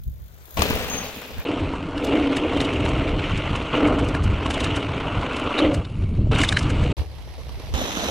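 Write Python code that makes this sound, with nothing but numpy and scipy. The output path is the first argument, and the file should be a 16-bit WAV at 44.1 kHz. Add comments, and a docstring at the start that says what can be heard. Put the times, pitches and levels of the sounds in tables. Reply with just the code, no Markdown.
"""A mountain bike on a dirt trail, heard from three places in turn. At the trackside, pawl clicks and wind noise fill
the flight until decaying noise bursts mark the landing; filtered noise rolls past and a struck brake disc rings.
At the rider's chest, resonant noise makes tyre hum and frame drone, and coloured noise makes wind and crunching dirt;
noise bursts rattle the chain and cables, damped tones jolt the fork, and narrow noise bands sound around a jump.
At the trackside again, the tyre noise of a far bike rolls up, and bursts mark its jump and landing."""
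import sys
import numpy as np
from scipy import signal
from scipy.fft import rfft, irfft, next_fast_len
from scipy.io import wavfile
from scipy.ndimage import uniform_filter1d, map_coordinates

SR = 44100
rng = np.random.default_rng(int(sys.argv[2]) if len(sys.argv) > 2 else 0)


def to_wav(sig):
    """Store sig (one row per channel, or 1-D mono) as 16-bit WAV at the path in sys.argv[1].

    Samples outside -1..1 are clipped; the rate is SR.
    """
    pcm = np.clip(np.atleast_2d(sig), -1, 1) * 32767
    pcm = np.round(pcm).astype(np.int16)
    wavfile.write(sys.argv[1], SR, pcm.T)  # frames by channels


N = 357340

# The far bike rolls up: start_s, wind_db, tyre_db
APPROACH_LEVELS = [(6.968, -39, -38.5), (7.004, -16, -37.5), (7.046, -37, -47.5), (7.68, -32, -41.5),
                   (7.739, -25, -42)]
AIR_HZ, AIR_WIDTH_HZ = 294, 42.5  # resonance of the air in the tyre


def gain_of(db):
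    """Converts a level in dB to an amplitude ratio by the logarithmic definition."""
    return 10 ** (np.asarray(db) / 20)


def evened(x):
    """Normalizes the root mean square to 1, so that a later gain sets the level."""
    return x / np.sqrt(np.mean(x ** 2) + 1e-20)


def read(points, hz):
    """Interpolates a spectrum along a logarithmic frequency axis."""
    f, value = np.transpose(points)
    return np.interp(np.log(hz + 1), np.log(f + 1), value)


def columns(rows):
    """Gives the start time, then each column by linear interpolation at every sample."""
    s, *rest = np.transpose(rows)
    t = np.arange(s[0], s[-1], 1 / SR)
    return [s[0]] + [np.interp(t, s, c) for c in rest]


def add(mix, s, sound):
    """Superposes a sound on the mix from time s in seconds."""
    part = mix[..., round(s * SR):][..., :sound.shape[-1]]
    part += sound[..., :part.shape[-1]]


def colour(x, points):
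    """Linear filtering: multiplies the Fourier spectrum by the gains of a table."""
    n = next_fast_len(len(x))
    gain = gain_of(read(points, np.fft.rfftfreq(n, 1 / SR)))
    return irfft(rfft(x, n) * gain, n)[:len(x)]


def resonate(x, hz, width):
    """Simple resonance of peak gain 1: shift hz to zero, smooth with one pole, shift back."""
    turn = np.exp(2j * np.pi * hz * np.arange(len(x)) / SR)
    r = np.exp(-np.pi * width / SR)
    smooth = signal.lfilter([1 - r], [1, -r], x / turn)
    return 2 * (turn * smooth).real


def gritty(n, lumps_db, lump_ms, patchy_db):
    """Modulated white noise: its level lurches quickly and in patches of time and pitch."""
    a, b, patches = rng.standard_normal((n // 64 + 6, 129, 3)).T
    patches = uniform_filter1d(patches, size=4, axis=0)
    patches = evened(uniform_filter1d(patches, size=20, axis=1))
    spectrum = (a + 1j * b) * gain_of(patchy_db * patches)
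    noise = signal.istft(spectrum, nperseg=256, noverlap=192)[1][:n]
    smooth = np.exp(-1000 / (lump_ms * SR))
    two_poles = np.convolve([1, -smooth], [1, -smooth])
    lumps = evened(signal.lfilter([1], two_poles, rng.standard_normal(n)))
    return evened(noise * gain_of(lumps_db * lumps))


def trackside(rows, hiss, bearing):
    """Partial coherence: shared tyre noise reaches two ports at different times; wind buffets each port alone."""
    # Share of tyre noise power unrelated left and right: frequency_hz, share
    scatter = [(100, 0.031), (600, 0.051), (2000, 0.71), (8000, 0.53)]
    # Relative spectrum of the wind in the ports: frequency_hz, density_db
    breeze = [(12, -46), (20, -23), (65, 0.5), (85, -6.5), (145, -15), (242, -32), (500, -52), (650, -63),
              (1100, -120)]
    s, wind_db, tyre_db = columns(rows)
    n = len(wind_db)
    pan_db, lag_ms = np.linspace(*bearing, n).T
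    hz, share = np.transpose(scatter)
    share = np.clip(share, .01, .99)
    direct = colour(gritty(n, 2.7, 1.2, 2), np.c_[hz, 10 * np.log10(1 - share)])
    out = np.zeros((2, n))
    for c, side in enumerate((1, -1)):
        heard_at = np.arange(n) - side * lag_ms * SR / 2000  # each port takes half the lag
        late = map_coordinates(direct, [heard_at], order=3, mode="nearest")
        own = colour(gritty(n, 2.5, .8, 2), np.c_[hz, 10 * np.log10(share)])
        tyre = gain_of(tyre_db + side * pan_db / 2) * evened(colour(late + own, hiss))
        buffet = evened(colour(gritty(n, 0.69, 9.9, 0.37), breeze))
        out[c] = tyre + gain_of(wind_db) * buffet
    return s, out


def freewheel():
    """Impact excitation: each pawl click is a bright burst that dies in a few ms, uneven in strength."""
    # Rate of the pawl clicks: time_s, clicks_per_s
    click_rate = [(0.0, 49), (0.36, 49), (0.45, 58), (0.92, 55), (1.0, 70), (1.44, 64)]
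    # Level of the clicks: start_s, level_db, left_right_db
    click_level = [(0.0, -57.5, 9.5), (0.418, -55, 9.5), (0.616, -33.5, 4), (1.292, -46, -2.0),
                   (1.447, -49, 2)]
    # Relative spectrum of the hub: frequency_hz, density_db
    hub = [(2060, -39), (3500, -10), (5720, -21), (6830, -8), (7410, -36), (9780, -18), (11000, -12),
           (12800, -5), (13800, -6), (15800, -6.5)]
    s, level_db, pan_db = columns(click_level)
    t = np.arange(len(level_db)) / SR
    rate = np.interp(t, *np.transpose(click_rate))
    count = .27 + np.cumsum(rate) / SR
    strength = gain_of(4.9 * rng.standard_normal(200))[count.astype(int)]
    since = (count % 1) / rate  # seconds since the last click
    burst = np.exp(-since / 0.0055) * (1 - np.exp(-since / 0.00052))
    shape = 0.28 + strength * burst  # a steady noise floor lies under the clicks
    clicks = [evened(shape * colour(rng.standard_normal(len(t)), hub)) for _ in range(2)]
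    return s, np.array(clicks) * gain_of(level_db + np.outer([.5, -.5], pan_db))


def landings():
    """Impact: a dirt and frame crack over a low damped push of the tyre; the nearer port hears the crack louder
    and the whole blow first."""
    # Tyres and frame meet the ground: start_s, crack_db, thud_db, left_right_db
    blows = [(0.573, -23, -28.5, 16), (0.592, -16, -12, 1.5), (0.62, -6, -17, 8.5), (6.982, -39, -27, 9),
             (7.205, -49, -33, 2), (7.492, -31, -37, 1), (7.741, -33, -18, -9), (7.755, -27, -34.5, -4),
             (7.792, -32, -30.5, -12)]
    # Relative spectrum of the crack: frequency_hz, density_db
    crack_colour = [(88, -30), (150, -7), (486, -4.5), (1160, -4), (1600, -60), (2270, -16), (4720, -18),
                    (15000, -34.5)]
    crack_t60_s = 0.024
    out, t = np.zeros((2, N)), np.arange(SR // 6) / SR
    for s, db, thud_db, pan_db in blows:
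        common, *own = rng.standard_normal((3, len(t)))
        thud = gain_of(thud_db) * np.sin(2 * np.pi * 75 * t) * np.exp(-t / 0.012)
        for c, side in enumerate((1, -1)):
            crack = evened(colour(common + .5 * own[c], crack_colour)) * (1 - np.exp(-t / .0004))
            crack_db = db + side * pan_db / 2 - 60 * t / crack_t60_s
            # each port's arrival shifts by 35 microseconds per dB
            add(out[c], s - side * pan_db * 3.5e-5, gain_of(crack_db) * crack + thud)
    return out


def disc_ping():
    """Modal ringing: a stone strikes a brake disc, whose close modes waver and sink as the bike moves off;
    the ports hear them in opposite phase."""
    # Modes of the disc, before the sinking of pitch: frequency_hz, level_db, t60_s
    disc = [(6700, -42, 0.62), (6300, -24.5, 0.63), (6400, -32, .25), (11700, -33, 0.22)]
    start_s = .898
    sink, sink_s = 0.0145, 0.047  # starts sharp by this share and settles with this time constant
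    t = np.arange(SR // 2) / SR
    warped = t - 0.008 * t ** 2 - sink * sink_s * np.exp(-t / sink_s)

    def waver():
        """Slow random amplitude modulation."""
        drift = uniform_filter1d(rng.standard_normal(len(t)), size=700)
        return gain_of(3.4 * evened(uniform_filter1d(drift, size=700)))

    ring = sum(waver() * gain_of(db - 60 * t / t60) * np.sin(2 * np.pi * hz * warped)
               for hz, db, t60 in disc)
    return start_s, ring * (1 - np.exp(-t / 0.0028)) * np.array([[1], [-.4]])


def ride(rows, grit_db):
    """Forced vibration: knobs and stones drive the resonances of tyre and frame; dirt crunches, scrapes and hisses."""
    # Resonances of fork and frame, mixed before the drone is levelled: frequency_hz, width_hz, level_db
    frame_drone = [(365, 99, 8.5), (425.6, 101, 4.5), (476, 46, -1), (578, 87, 0.5)]
    # Relative spectra of the dirt layers: frequency_hz, density_db
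    crunch = [(380, -10.5), (650, -5.5), (729, -10.5), (922, -6), (1400, -7.5), (1800, -26), (2340, -56),
              (3960, -120)]
    scrape = [(1400, -18.5), (1850, -6.5), (2150, 0), (2450, -0.5), (2900, 2.5), (3250, -4.5),
              (3800, -13.5), (5000, -53.5), (7000, -57.5)]
    grit = [(2470, -33.5), (4200, -1.5), (4810, -8.5), (8190, -15), (9930, -22), (10900, -33),
            (12000, -46.5), (15600, -61), (22000, -120)]
    drone_offset_db, hum_share, grit_slope = -1, 0.84, 0.54
    s, hum_db, crunch_db, scrape_db = columns(rows)
    n = len(hum_db)
    # the drone lies between hum and crunch; fine grit follows the scrape by about half as much
    drone_db = drone_offset_db + hum_share * hum_db + (1 - hum_share) * crunch_db
    levels_db = hum_db, drone_db, crunch_db, scrape_db, grit_db + grit_slope * scrape_db

    def steep(x, hz, width):
        """Two equal resonances in series, each 1.75 times wider, for steeper skirts."""
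        return evened(resonate(resonate(x, hz, 1.75 * width), hz, 1.75 * width))

    # low-pass: keeps hum and drone free of treble
    knobs = colour(gritty(n, 1.5, 4, 0.8), [(1000, -4), (5000, -35)])
    drone = sum(gain_of(db) * steep(knobs, hz, width) for hz, width, db in frame_drone)
    dirt = gritty(n, 2.2, 1.5, 1.9)  # the upper layers share the same grains
    layers = [steep(knobs, AIR_HZ, AIR_WIDTH_HZ), drone]
    layers += [colour(dirt, spectrum) for spectrum in (crunch, scrape, grit)]
    from_end = np.minimum(np.arange(n), n - np.arange(n))
    edge = np.sin(np.pi / 2 * np.clip(from_end / 40, 0, 1)) ** 2  # fades over 40 samples
    return s, edge * sum(gain_of(db) * evened(x) for db, x in zip(levels_db, layers))


def wind():
    """Turbulent pressure: low thumping on the housing, with the buffeting rarely far above the gust that drives it."""
    # Gusts at the rider's chest: start_s, level_db
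    gusts = [(1.45, -41), (1.65, -29), (2.06, -34.5), (2.5, -30), (3.14, -22.5), (3.27, -28.5),
             (3.34, -20.5), (3.44, -30), (3.5, -20.5), (3.66, -30), (4.22, -22), (4.3, -15.5),
             (4.39, -26.5), (5.12, -30), (5.17, -17), (5.23, -30.5), (5.54, -35.5), (5.78, -21),
             (5.84, -31), (6.11, -19.5), (6.17, -21.5), (6.21, -17), (6.38, -17.5), (6.42, -23.5),
             (6.93, -20.5)]
    # Relative spectrum of the thumping: frequency_hz, density_db
    thump_colour = [(12, -43), (20, -4), (97, 1), (387, -23.5), (515, -37), (634, -33), (900, -76),
                    (1170, -85), (1980, -120)]
    s, level_db = columns(gusts)
    n = len(level_db)
    buffet = evened(colour(gritty(n, 4.2, 18.6, 0.69), thump_colour))
    buffet /= (uniform_filter1d(buffet ** 2, size=3000) + .05) ** .3  # compresses strong buffets
    return s, gain_of(level_db) * evened(buffet) * signal.windows.tukey(n, 80 / n)


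def rattles():
    """Clustered impacts: chain and cables slap the frame in tiny hits, a bright jingle and a knock on the frame
    modes, which are strongest near the struck pitch."""
    # Loud slaps: start_s, jingle_peak_db, knock_db, struck_centre_hz, sizzle_peak_db
    slaps = [(1.9779, -37, -28, 2650, -65), (2.046, -28, -35, 2870, -46), (2.069, -36, -29, 2870, -67),
             (2.1534, -41, -36, 2750, -61), (2.368, -23.5, -20.5, 2310, -55), (2.534, -44, -33, 2900, -71),
             (2.5716, -34, -26, 2100, -64), (2.6032, -32, -17.5, 2210, -59), (2.6125, -25, -28, 2650, -58),
             (2.6492, -30, -25.5, 3000, -64), (2.7337, -34, -35, 2170, -72), (2.8524, -32, -29, 2100, -66),
             (2.8895, -31, -39, 1320, -69), (3.3756, -30.5, -31, 1380, -70),
             (3.5594, -30.5, -34, 1400, -69), (3.8736, -32, -30, 1430, -76), (3.9905, -33, -36, 1390, -68),
             (4.0472, -36, -42, 2240, -68), (4.0861, -30.5, -33, 2550, -62),
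             (4.1485, -31, -22.5, 1490, -71), (4.2397, -29.5, -42, 2910, -59),
             (4.4615, -31.5, -24.5, 2410, -69), (4.5067, -23.5, -23, 2380, -64),
             (4.5401, -27, -28, 3430, -63), (4.577, -35, -31, 1340, -67), (4.604, -24.5, -23, 3430, -61),
             (4.6428, -22.5, -24.5, 3420, -59), (4.7636, -24, -27, 2220, -63),
             (5.3655, -30.5, -31, 3000, -65), (5.3964, -34, -37, 2970, -66), (5.5892, -25, -17, 1540, -60),
             (5.744, -25.5, -26.5, 2410, -55), (5.8497, -49, -32, 3690, -83),
             (6.317, -45, -26.5, 3480, -75), (6.3505, -30, -27, 3370, -64), (6.386, -22.5, -24, 1540, -60),
             (6.4034, -25, -20, 2120, -62), (6.4148, -19, -18, 2570, -57), (6.4358, -17, -12.5, 1710, -57),
             (6.447, -25, -21, 2860, -59), (6.4885, -18, -15.5, 3770, -60), (6.5241, -21, -15.5, 1580, -68),
             (6.57, -23, -10.5, 1560, -63), (6.5896, -20.5, -24, 2040, -63), (6.628, -29.5, -31, 2640, -68),
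             (6.7007, -27, -29, 2100, -63), (6.8374, -36, -31, 2020, -75)]
    # Relative spectra of jingle and sizzle: frequency_hz, density_db
    jingle = [(3000, -58), (4200, 2), (7700, 0), (10200, -7.5), (11500, -35), (15000, -64)]
    sizzle = [(10000, -30), (11200, -9), (14300, -8), (15300, -35)]
    # Frame modes, before weighting by the struck centre: frequency_hz, width_hz (doubled in a second stage), level_db
    frame = [(1677, 290, -2.5), (2110, 520, -1.5), (2914, 280, -0.5), (3554, 670, 1), (4780, 640, -11),
             (7550, 300, -20), (9800, 620, -20.5)]
    faint_count, mean_faint_db, faint_hz = 32, -43, (1300, 3800)  # slaps scattered between the loud ones
    slap_s, knock_s, rise_share = 0.0046, 0.0029, 0.93  # decay times; rise as a share of the decay
    jangle_db, jangle_s = -19.5, 0.058  # a weak, longer swell of jingle, before and after each slap
    jingle_crest_db, sizzle_crest_db = 9.5, 2.5  # peak over mean
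    struck_db_per_octave = 13
    out, t = np.zeros(N), np.arange(-900, 1800) / SR
    at, size, pitch = rng.random((faint_count, 3)).T
    at = 1.46 + at * 4.3  # until the take-off
    faint_db = mean_faint_db + 9 * (size - .5)
    faint = np.c_[at, faint_db, faint_db + 1.5, np.interp(pitch, [0, 1], faint_hz), faint_db - 35]

    def swell(width):
        """Exponential rise and decay about a peak."""
        after = t - slap_s / 2
        return np.exp(np.where(after < 0, after / (rise_share * width), -after / width))

    weak_swell = np.exp(-abs(t) / jangle_s) * signal.windows.tukey(len(t), .5)
    jangle = swell(slap_s) + gain_of(jangle_db) * weak_swell
    for s, db, knock_db, centre_hz, sizzle_db in np.r_[slaps, faint]:
        hits = rng.standard_normal(len(t))
        knock = 0
        for hz, width, mode_db in frame:
            mode = evened(resonate(resonate(hits, hz, width), hz, 2 * width))
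            knock = knock + gain_of(mode_db - struck_db_per_octave * abs(np.log2(hz / centre_hz))) * mode
        knock = colour(knock, [(10000, 0), (12000, -25)])  # low-pass: keeps the knock below the bright jingle
        bright = gain_of(db - jingle_crest_db) * evened(colour(hits, jingle))
        bright += gain_of(sizzle_db - sizzle_crest_db) * evened(colour(hits, sizzle))
        add(out, s + t[0], jangle * bright + swell(knock_s) * gain_of(knock_db) * evened(knock))
    return out


def jolts():
    """Damped oscillation: stones and bumps jolt the fork into short rings over a kick of the air in the tyre."""
    # Jolts of the fork: start_s, level_db, pitch_hz
    bumps = [(1.736, -18, 960), (2.067, -23, 660), (2.565, -12.5, 577), (2.603, -19, 470),
             (3.736, -15, 1080), (3.915, -20, 573), (4.15, -17.5, 660), (4.458, -13, 1064),
             (4.57, -15, 640), (6.189, -25, 509), (6.269, -24, 600), (6.319, -17.5, 465),
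             (6.405, -14.5, 1100)]
    out, t = np.zeros(N), np.arange(3000) / SR
    kick = 1.3 * np.exp(-t / 0.0037) * np.sin(2 * np.pi * AIR_HZ * t)
    attack = 1 - np.exp(-t / 0.00078)
    for s, db, hz in bumps:
        ring = np.exp(-t / 0.0043) * np.sin(2 * np.pi * hz * t)
        add(out, s, gain_of(db) * (ring + kick) * attack)
    return out


def narrow_bands():
    """Resonant filtering: narrow bands of fluttering noise swell briefly."""
    # A growl and a ring at take-off, very faint narrow noise bands during the jump, a ring after the landing:
    # frequency_hz, width_hz (of each of two stages), level_db, start_s, end_s
    bands = [(562, 57, -28.5, 5.56, 5.79), (3840, 450, -28, 5.575, 5.61), (2270, 380, -56, 5.98, 6.2),
             (9700, 120, -74, 5.74, 6.22), (10200, 120, -79, 5.74, 6.2), (3980, 210, -37, 6.535, 6.59)]
    out = np.zeros(N)
    for hz, width, db, start, end in bands:
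        n = round((end - start) * SR)
        band = resonate(resonate(gritty(n, 2, 6, 1), hz, width), hz, width)
        add(out, start, gain_of(db) * evened(band) * signal.windows.tukey(n, .4))
    return out


def scene():
    """Superposition: the three places follow each other with short gaps; at the chest both channels are alike."""
    # Trackside stretches: start_s, wind_db, tyre_db (during the flight, the level of the background floor)
    flight_levels = [(0.0, -34, -61), (0.05, -38, -64), (0.08, -21.5, -66), (0.12, -35.5, -62.5),
                     (0.534, -50, -50), (0.57, -31, -46.5)]
    roll_out_levels = [(0.571, -37, -27), (0.591, -32, -24.5), (0.66, -37, -24.5), (0.73, -28, -25.5),
                       (1.259, -56, -37.5), (1.397, -28, -38), (1.444, -54, -40.5)]
    touch_down_levels = [(7.739, -20, -27.5), (7.915, -41, -28), (8.103, -30, -25)]
    # Relative spectra of the hiss in each stretch: a background floor while the bike is in the air, then the
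    # tyres at each distance: frequency_hz, density_db
    flight_hiss = [(150, -13), (300, -5.5), (550, -4.5), (1100, -9), (1500, -6.5), (1900, -12),
                   (4000, -17.5), (9000, -21.5), (13000, -45)]
    roll_out_hiss = [(88, -6), (150, -4.5), (244, -1), (373, -11.5), (420, -1.5), (781, -8), (2230, -11.5),
                     (2450, -7.5), (7560, -26), (15500, -39)]
    approach_hiss = [(150, -28), (280, -6), (620, -7), (900, -8.5), (1450, -18), (1900, -15), (4000, -16.5),
                     (6000, -22), (7100, -32.5), (12800, -26)]
    touch_down_hiss = [(120, -20), (200, -4.5), (388, -9), (754, -7.5), (2150, -16.5), (3900, -12.5),
                       (4640, -25.5), (6130, -16), (8700, -36.5), (13000, -26.5)]
    # Where the bike is at the start and end of each stretch: left_right_db, left_lag_ms
    bearings = [
        [(2, -0.38), (4, -0.21)],
        [(3, -0.2), (2.5, 0.066)],
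        [(-4, 0.027), (-3, 0.038)],
        [(-3, 0.23), (-2.5, 0.19)],
    ]
    # On the rider, split where the wheels slam down: start_s, hum_db, crunch_db, scrape_db
    ride_levels = [
        [(1.45, -25.5, -37, -36.5), (1.63, -27.5, -35.5, -37.5), (1.77, -38, -36, -43),
         (1.9, -33.5, -36.5, -43), (1.96, -33, -34, -41), (2.12, -19, -33.5, -32.5),
         (2.29, -24.5, -33.5, -33.5), (3.15, -27, -34, -34.5), (3.23, -36, -34.5, -34), (3.73, -36, -34, -36)],
        [(3.73, -24.5, -30, -28.5), (3.88, -18, -27, -33), (4.24, -39, -35.5, -40.5), (4.64, -29.5, -31.5, -32),
         (4.87, -33, -33.5, -37.5), (5.53, -34, -29, -33), (5.64, -17.5, -30.5, -28), (5.77, -30, -36.5, -42),
         (5.87, -49.5, -48.5, -51.5), (6.31, -47, -54.5, -55.5)],
        [(6.313, -28, -28.5, -33), (6.42, -31, -31.5, -28.5), (6.515, -41, -35, -36.5),
         (6.771, -31.5, -35, -37), (6.927, -30, -41, -39.5)],
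    ]
    grit_db = -32.5, -33, -29.5  # offset of the grit in each stretch; the dirt after the jump is looser
    out = landings() + rattles() + jolts() + narrow_bands()
    levels = flight_levels, roll_out_levels, APPROACH_LEVELS, touch_down_levels
    hisses = flight_hiss, roll_out_hiss, approach_hiss, touch_down_hiss
    for stretch in zip(levels, hisses, bearings):
        add(out, *trackside(*stretch))
    for stretch in zip(ride_levels, grit_db):
        add(out, *ride(*stretch))
    for source in (freewheel, disc_ping, wind):
        add(out, *source())
    return out


def record(dry):
    """Low-pass filtering: the last trackside part has a narrower band; then the overall band limit."""
    edge_hz, last_edge_hz = 15850, 13000

    def low(x, edge):
        """Linear-phase low-pass by convolution with a windowed sinc."""
        taps = signal.firwin(511, edge, window=("kaiser", 9), fs=SR)
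        return signal.oaconvolve(x, taps[None], "same")

    cut = round(APPROACH_LEVELS[0][0] * SR) - 600  # samples, just ahead of the far bike
    return low(np.c_[dry[:, :cut], low(dry[:, cut:], last_edge_hz)], edge_hz)


dry = scene()
out = record(dry)
to_wav(out)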